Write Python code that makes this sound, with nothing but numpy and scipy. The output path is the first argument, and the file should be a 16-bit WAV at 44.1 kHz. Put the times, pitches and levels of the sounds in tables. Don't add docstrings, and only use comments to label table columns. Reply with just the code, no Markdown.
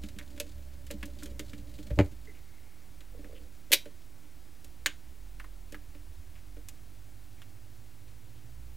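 import sys
import numpy as np
from scipy import signal
from scipy.fft import rfft, irfft
from scipy.io import wavfile

SR = 44100
rng = np.random.default_rng(int(sys.argv[2]) if len(sys.argv) > 2 else 0)


def dump_mix(stems):
    frames = np.atleast_2d(stems).T
    limited = np.clip(frames, -1, 1)
    pcm = np.round(limited * 32767).astype(np.int16)
    wavfile.write(sys.argv[1], SR, pcm)


N = 386316
TIME = np.arange(N) / SR
RING_S = np.arange(2 ** 15) / SR

# (pitch [Hz], relative level [dB], time to fade by 60 dB [s])
CASE_MODES = [(135, -9, .1), (202, -4, .12), (295, 0, .12), (383, -3, .14), (466, -9, .1), (574, 0, .085),
              (660, -11, .06), (775, -19, .07), (854, -13, .08), (934, -14, .08)]
# (pitch [Hz], relative level [dB], time to fade by 60 dB [s])
LEVER_MODES = [(1317, -8, .07), (1606, 0, .06), (1799, -3, .08), (1937, -4, .1), (2166, -7, .09),
               (2309, -5, .09), (2726, -3, .1), (2972, -3, .11), (3122, -3, .1), (3272, -6, .1),
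               (3700, -5, .12), (4606, -8, .06), (5380, -8, .05), (6378, -8, .05), (6880, -5, .07)]


def undb(db):
    return 10 ** (np.asarray(db) / 20)


def unit(x):
    return x / np.std(x)


def unit_attack(x):
    attack = x[:SR // 100]
    return x / np.sqrt(np.mean(attack ** 2))


def curves(table):
    times, *columns = np.transpose(table)
    return [np.interp(TIME, times, column) for column in columns]


def add(track, s, sound):
    start = int(s * SR)
    track[start:start + len(sound)] += sound[:N - start]


def colour(x, points):
    hz, db = np.transpose(points)
    n = len(x)
    bins = np.maximum(np.fft.rfftfreq(n, 1 / SR), 1)
    gain_db = np.interp(np.log(bins), np.log(hz), db)
    cepstrum = irfft(np.log(undb(gain_db)), n)
    cepstrum[1:n // 2] *= 2
    cepstrum[n // 2 + 1:] = 0
    return irfft(rfft(x) * np.exp(rfft(cepstrum)), n)


def around(hz, below_db, above_db):
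    return [(hz / 4, below_db), (hz / 1.25, 0), (hz * 1.25, 0), (hz * 4, above_db)]


def fade(t60):
    return np.exp(-np.log(1000) * RING_S / t60)


def modes(table, scatter_db=0, detune=0):
    chance = rng.standard_normal((len(table), 2))
    ring = np.zeros(len(RING_S))
    for k, ((hz, db, t60), (level_luck, pitch_luck)) in enumerate(zip(table, chance)):
        tone = np.sin(2 * np.pi * hz * (1 + detune * pitch_luck) * RING_S)
        sign = (-1) ** k
        ring += sign * undb(db + scatter_db * level_luck) * fade(t60) * tone
    return unit_attack(ring)


def clank(spectrum, t60, crack):
    ring = unit_attack(rng.standard_normal(len(RING_S)) * fade(t60))
    ring[0] += crack * np.sqrt(SR / 100)
    return unit_attack(colour(ring, spectrum))


def knock(centre_hz):
    # (pitch [Hz], gain [dB])
    knock_colour = [(135, -1.5), (200, 2.5), (295, 0.5), (383, -7), (466, 1.5), (574, 1), (700, -10),
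                    (950, -1)]
    favour_db_per_octave = 13
    favoured = []
    for hz, db, t60 in CASE_MODES:
        octaves_away = abs(np.log2(hz / centre_hz))
        favoured.append((hz, db - favour_db_per_octave * octaves_away, t60))
    ring = modes(favoured, scatter_db=2, detune=.012)
    swell = 1 - fade(0.041)
    return unit_attack(swell * colour(ring, knock_colour))


def load():
    # (start [s], load [0-1])
    stages = [(0, .9), (.45, 0.7), (.9, 1), (2.05, .22), (3.6, 0)]
    settle_s = .13
    effort = np.full(N, float(stages[0][1]))
    for s, share in stages[1:]:
        effort = share + (effort - share) * np.exp(-np.maximum(TIME - s, 0) / settle_s)
    return np.clip(effort, 0, 1)


def crackle(per_second):
    slips = (rng.random(N) < per_second / SR) * undb(4 * rng.standard_normal(N))
    envelope = signal.fftconvolve(slips, fade(0.07))[:N]
    spectrum = [(800, -12.5), (2200, -6.5), (4400, 2.5), (5500, -7), (7200, -2.5), (10000, -12.5), (16000, -12)]
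    return unit(colour(envelope * rng.standard_normal(N), spectrum))


def drive():
    # (pitch [Hz], rms level [dB])
    hum_lines = [(100, -76), (250, -76.5), (300, -76), (347, -76)]
    effort = load()

    def gain(free_db, loaded_db):
        return undb(free_db + (loaded_db - free_db) * effort)

    block_db = 3 * np.repeat(rng.standard_normal(N // 1024 + 1), 1024)[:N]
    grains = rng.standard_normal(N) * undb(block_db)
    grind = signal.fftconvolve(grains, modes(CASE_MODES))[:N]
    grind = colour(grind, [(130, -2.5), (260, 7.5), (400, -10), (600, 0), (1000, -12.5)])
    rumble = colour(rng.standard_normal(N), [(10, -19.0), (30, -0.5), (58, 5.0), (105, 0.5),
                                             (150, -16.0), (300, -27.0), (1000, -53)])
    hum = sum(undb(db) * np.sqrt(2) * np.sin(2 * np.pi * hz * TIME) for hz, db in hum_lines)

    out = gain(free_db=-77.5, loaded_db=-56) * unit(grind)
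    out += gain(free_db=-79.5, loaded_db=-65) * crackle(per_second=57)
    out += gain(free_db=-59, loaded_db=-51) * unit(rumble)
    return out + hum


def waver(db, per_second):
    steps = rng.standard_normal(256)
    return undb(db * np.interp(TIME * per_second, np.arange(len(steps)), steps))


def drone():
    # (time [s], pitch [Hz], level of the deep tone [dB], level of the octave [dB])
    path = [(0, 64.3, -50, -74), (.65, 68.5, -47, -71), (1.15, 60, -45.5, -64), (1.7, 59.95, -53, -57.5),
            (2.3, 53.3, -50.5, -69), (2.6, 48.6, -74, -77), (2.9, 44.8, -54, -63.5), (3.42, 31.7, -49, -55),
            (3.62, 30.3, -67, -67), (4.46, 26.85, -61.5, -64), (5.1, 31.07, -62, -55),
            (5.22, 44.7, -48.5, -63), (5.75, 37.66, -50.5, -63), (6.15, 40.15, -53, -48.5),
            (6.45, 44.14, -48, -59.5), (6.9, 47.44, -57, -58.5), (8.38, 55.8, -59, -57),
            (8.62, 58.4, -45.5, -59.5)]
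    # (multiple of the pitch, level against the octave [dB])
    side_lines = [(1.75, -7), (2.25, -9)]
    hz, first_db, octave_db = curves(path)
    phase = 2 * np.pi * np.cumsum(hz) / SR

    def line(multiple):
        return np.sqrt(2) * waver(db=2, per_second=7) * np.sin(multiple * phase)

    octave = line(2) + sum(undb(db) * line(multiple) for multiple, db in side_lines)
    return undb(first_db) * line(1) + undb(octave_db) * octave


def hiss():
    # (pitch [Hz], relative level [dB])
    hiss_colour = [(88, -27), (150, -1), (217, -8.5), (291, -2), (376, -11), (398, -11.5), (774, -12),
                   (1060, -16), (2220, -16), (3100, -19), (14000, -21.5), (16000, -20.5)]
    return undb(-60.5) * unit(colour(rng.standard_normal(N), hiss_colour))


def lever_clicks(rows):
    # (pitch [Hz], relative level [dB])
    tick_colour = [(1500, -21), (4000, -11.5), (7000, -0.5), (10000, -6.5), (13500, -5), (16000, -19)]
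    equal_hz, hardness_db_per_octave = 3020, 24.5
    steel_colour = [(200, -4.5), (900, 2.5), (1400, 8.0), (16000, 5.0)]
    out = np.zeros(N)
    for s, steel_db, hardness_db, case_db, case_hz in rows:
        steel_hz = equal_hz * 2 ** (hardness_db / hardness_db_per_octave)
        ring = modes(LEVER_MODES, scatter_db=4, detune=.03)
        steel = clank(steel_colour, t60=0.058, crack=0.091) + undb(-17) * ring
        steel = colour(steel, around(steel_hz, below_db=-12, above_db=-22.5))
        steel = undb(steel_db) * unit_attack(steel)
        rebound_s = s + rng.uniform(0.00158, 0.0049)
        tick = clank(tick_colour, t60=0.048, crack=0.39)
        add(out, s, steel)
        add(out, rebound_s, undb(-19.5) * steel)
        add(out, s, undb(steel_db + hardness_db) * tick)
        add(out, s, undb(case_db) * knock(case_hz))
    return out


def stray_clicks(hardness_db):
    per_second = 5
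    steel_db, case_db, spread_db, case_hz = -67.5, -55.5, 3, 275
    times = np.flatnonzero(rng.random(N) < per_second * load() / SR) / SR
    spread = spread_db * rng.standard_normal((len(times), 2))
    return [(s, steel_db + a, hardness_db, case_db + b, case_hz) for s, (a, b) in zip(times, spread)]


def rubs():
    # (time [s], length [s], centre [Hz], width [Hz], level [dB])
    strokes = [(0.182, 0.069, 1900, 900, -55.5), (2.271, .06, 2050, 220, -57), (2.275, 0.072, 420, 35, -56),
               (2.344, 0.077, 2370, 1000, -62.5), (2.42, 0.68, 2170, 300, -72), (3.12, 0.43, 488, 170, -58),
               (3.349, 0.048, 2735, 1300, -57), (6.352, 0.058, 2320, 2000, -61.5),
               (7.373, .05, 2270, 1200, -66), (8.35, 0.073, 3000, 2000, -67)]
    out = np.zeros(N)
    for s, length, hz, width_hz, db in strokes:
        slips = rng.standard_normal(len(RING_S)) * undb(12 * rng.standard_normal(len(RING_S)))
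        ring = RING_S * np.exp(-np.pi * width_hz * RING_S) * np.cos(2 * np.pi * hz * RING_S)
        squeak = unit(signal.fftconvolve(slips, ring)[:len(RING_S)])
        stroke = np.sin(np.pi * np.sqrt(np.minimum(RING_S / length, 1)))
        add(out, s, undb(db) * stroke * squeak)
    return out


def chassis_drop():
    # (time [s], spring level [dB], case level [dB], steel level [dB])
    blows = [(1.9140, -27, -61, -61), (1.976, -33, -35, -65), (1.9893, -18, -17.5, -25),
             (1.9932, -47, -50, -44), (1.9995, -18, -19, -32.5), (2.0102, -31, -33, -37)]
    # (pitch [Hz], relative level [dB], time to fade by 60 dB [s])
    spring_modes = [(59.6, 7, 0.32), (86, -10.5, 0.3), (107.5, 6.5, 0.074)]
    # (pitch [Hz], relative level [dB])
    chassis_colour = [(300, 6), (800, 1.5), (1200, 1.5), (1600, -3.5), (2000, 3.5), (2400, 2.5),
                      (3200, -11), (4700, -13), (5600, -28), (7000, -15.5), (8500, -28.5), (16000, -35)]
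    out = np.zeros(N)
    for s, spring_db, case_db, steel_db in blows:
        damped_case = modes(CASE_MODES) * fade(0.13)
        boom = undb(spring_db) * modes(spring_modes) + undb(case_db) * damped_case
        add(out, s, colour(boom, [(10, -13), (28, -15), (50, 3.5), (1000, -1.0)]))
        add(out, s, undb(steel_db) * clank(chassis_colour, t60=0.06, crack=1.4))
    return out


def arm_landing():
    # (time [s], level [dB])
    strikes = [(3.7185, -25), (3.7268, -20.5), (3.7326, -16), (3.7410, -27), (3.7505, -45.5), (3.7855, -55)]
    # (pitch [Hz], relative level [dB], time to fade by 60 dB [s])
    arm_modes = [(1946, -9, .14), (2584, -6, .15), (2798, -5, .16), (3140, -7, .18), (3321, -8, .14),
                 (3571, -8, .12), (3708, -2, .13), (3911, -2, .12), (4207, -7, .12), (4296, -6, .09),
                 (4643, -11, .14), (4839, -10, .15), (5358, -9, .13), (5590, -9, .13), (5866, -7, .13),
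                 (7171, -11, .1), (8091, -9, .08), (10200, -10, .1), (12600, -6, .09), (13900, -2, .12)]
    # (pitch [Hz], relative level [dB])
    arm_colour = [(130, -48.5), (270, -18), (500, -14.5), (750, -20), (1250, -23), (1900, -7), (2400, -5.5),
                  (3800, -4), (4700, -9), (9000, -13.5), (10300, -10), (11600, -16), (14000, -8),
                  (16000, -27)]
    out = np.zeros(N)
    for s, db in strikes:
        ring = undb(-11.5) * modes(arm_modes, scatter_db=1.5, detune=.001)
        blow = clank(arm_colour, t60=0.048, crack=0.13) + ring
        add(out, s, undb(db) * (blow + undb(-22.5) * knock(centre_hz=607)))
    return out


def latch_snap():
    # (time [s], level [dB])
    snaps = [(4.86, -23.5), (4.8634, -29.5)]
    # (pitch [Hz], relative level [dB])
    latch_colour = [(200, -28), (450, -18), (900, -14), (1200, -8), (1600, 3), (2400, -2), (2900, 3.5),
                    (3500, -7), (5800, -13.5), (6900, -4), (7400, -13.5), (8700, -9.5), (10500, -22),
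                    (16000, -19)]
    rattle_colour = [(500, -22), (1100, -5), (1700, -6), (3700, 1), (4600, -12), (16000, -27)]
    out = np.zeros(N)
    for s, db in snaps:
        blow = clank(latch_colour, t60=0.041, crack=0.31) + undb(-11.0) * modes(LEVER_MODES)
        rattle = clank(rattle_colour, t60=0.18, crack=0)
        add(out, s, undb(db) * (blow + undb(-18.5) * rattle + undb(-26.5) * knock(centre_hz=423)))
    return out


def room(x):
    # (pitch [Hz], relative level [dB])
    room_colour = [(100, -3), (600, -7.5), (1500, -5), (3300, -8.5), (6000, -6.5), (16000, -15)]
    swell_and_fade = fade(0.2) - fade(0.027)
    tail = colour(rng.standard_normal(len(RING_S)) * swell_and_fade, room_colour)
    return undb(-20) * signal.fftconvolve(x, tail / np.linalg.norm(tail))[:N]


def channel_noise():
    # (pitch [Hz], relative level [dB])
    noise_colour = [(15, 1.5), (60, -7), (120, 15.5), (250, -1.5), (1000, -46.5), (4000, -51.5),
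                    (16000, -32)]
    return undb(-65.5) * unit(colour(rng.standard_normal(N), noise_colour))


def scene():
    # (time [s], steel level [dB], hardness [dB], case level [dB], case centre [Hz])
    click_rows = [(0.036, -50.5, -5.5, -41.5, 204), (0.087, -55, -1, -72, 220),
                  (0.162, -64, -7, -47.5, 220), (0.187, -46, -4.5, -65, 300), (0.377, -54, -6.5, -56, 570),
                  (0.4, -37, 0.5, -40, 575), (0.867, -57, 0.5, -72, 585), (0.904, -47.5, -12, -41.5, 574),
                  (0.91, -45.5, 1, -45.5, 400), (0.939, -65, -2, -41, 229), (1.029, -40.5, -14, -44, 227),
                  (1.056, -57, 5.5, -50, 217), (1.224, -51, -34, -67, 288), (1.233, -51, 4, -51, 295),
                  (1.258, -51, -1, -49.5, 312), (1.316, -68, -7, -53, 400), (1.394, -42, -2.5, -43, 369.6),
                  (1.533, -50, -11, -45.5, 224.3), (1.788, -56.5, -8, -46, 258), (1.87, -58, -3, -66, 270),
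                  (1.904, -52.5, -12, -40.5, 516), (3.006, -57, -7, -66, 518), (3.19, -64, -12, -49, 330),
                  (3.245, -54.5, -18, -50.5, 332.5), (3.326, -66, -6, -58, 400),
                  (3.705, -58, -10, -44, 460), (3.857, -55, -8, -46.5, 484), (4.645, -59, 4.5, -66, 434),
                  (5.398, -45, -26, -71, 352), (5.443, -51.5, -34, -65, 449), (5.723, -53.5, 0.5, -49, 382),
                  (5.745, -44, -29, -48.5, 293), (5.949, -60.5, -15, -55.5, 350.6),
                  (6.566, -63.5, -17, -52.5, 430), (6.686, -52, 5.5, -78, 357), (7.418, -53, -11, -76, 270)]
    strays = load() * lever_clicks(stray_clicks(hardness_db=-1))
    clicks = lever_clicks(click_rows) + strays
    blows = clicks + rubs() + chassis_drop() + arm_landing() + latch_snap()
    mono = drive() + drone() + hiss() + blows + room(blows)
    return np.array([mono + channel_noise() for _ in range(2)])


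def record(dry):
    top_hz = 15850
    offset = np.array([[.0053], [.0095]])
    low_pass = signal.ellip(10, .2, 80, top_hz, fs=SR, output="sos")
    return signal.sosfilt(low_pass, dry) + offset


dry = scene()
out = record(dry)
dump_mix(out)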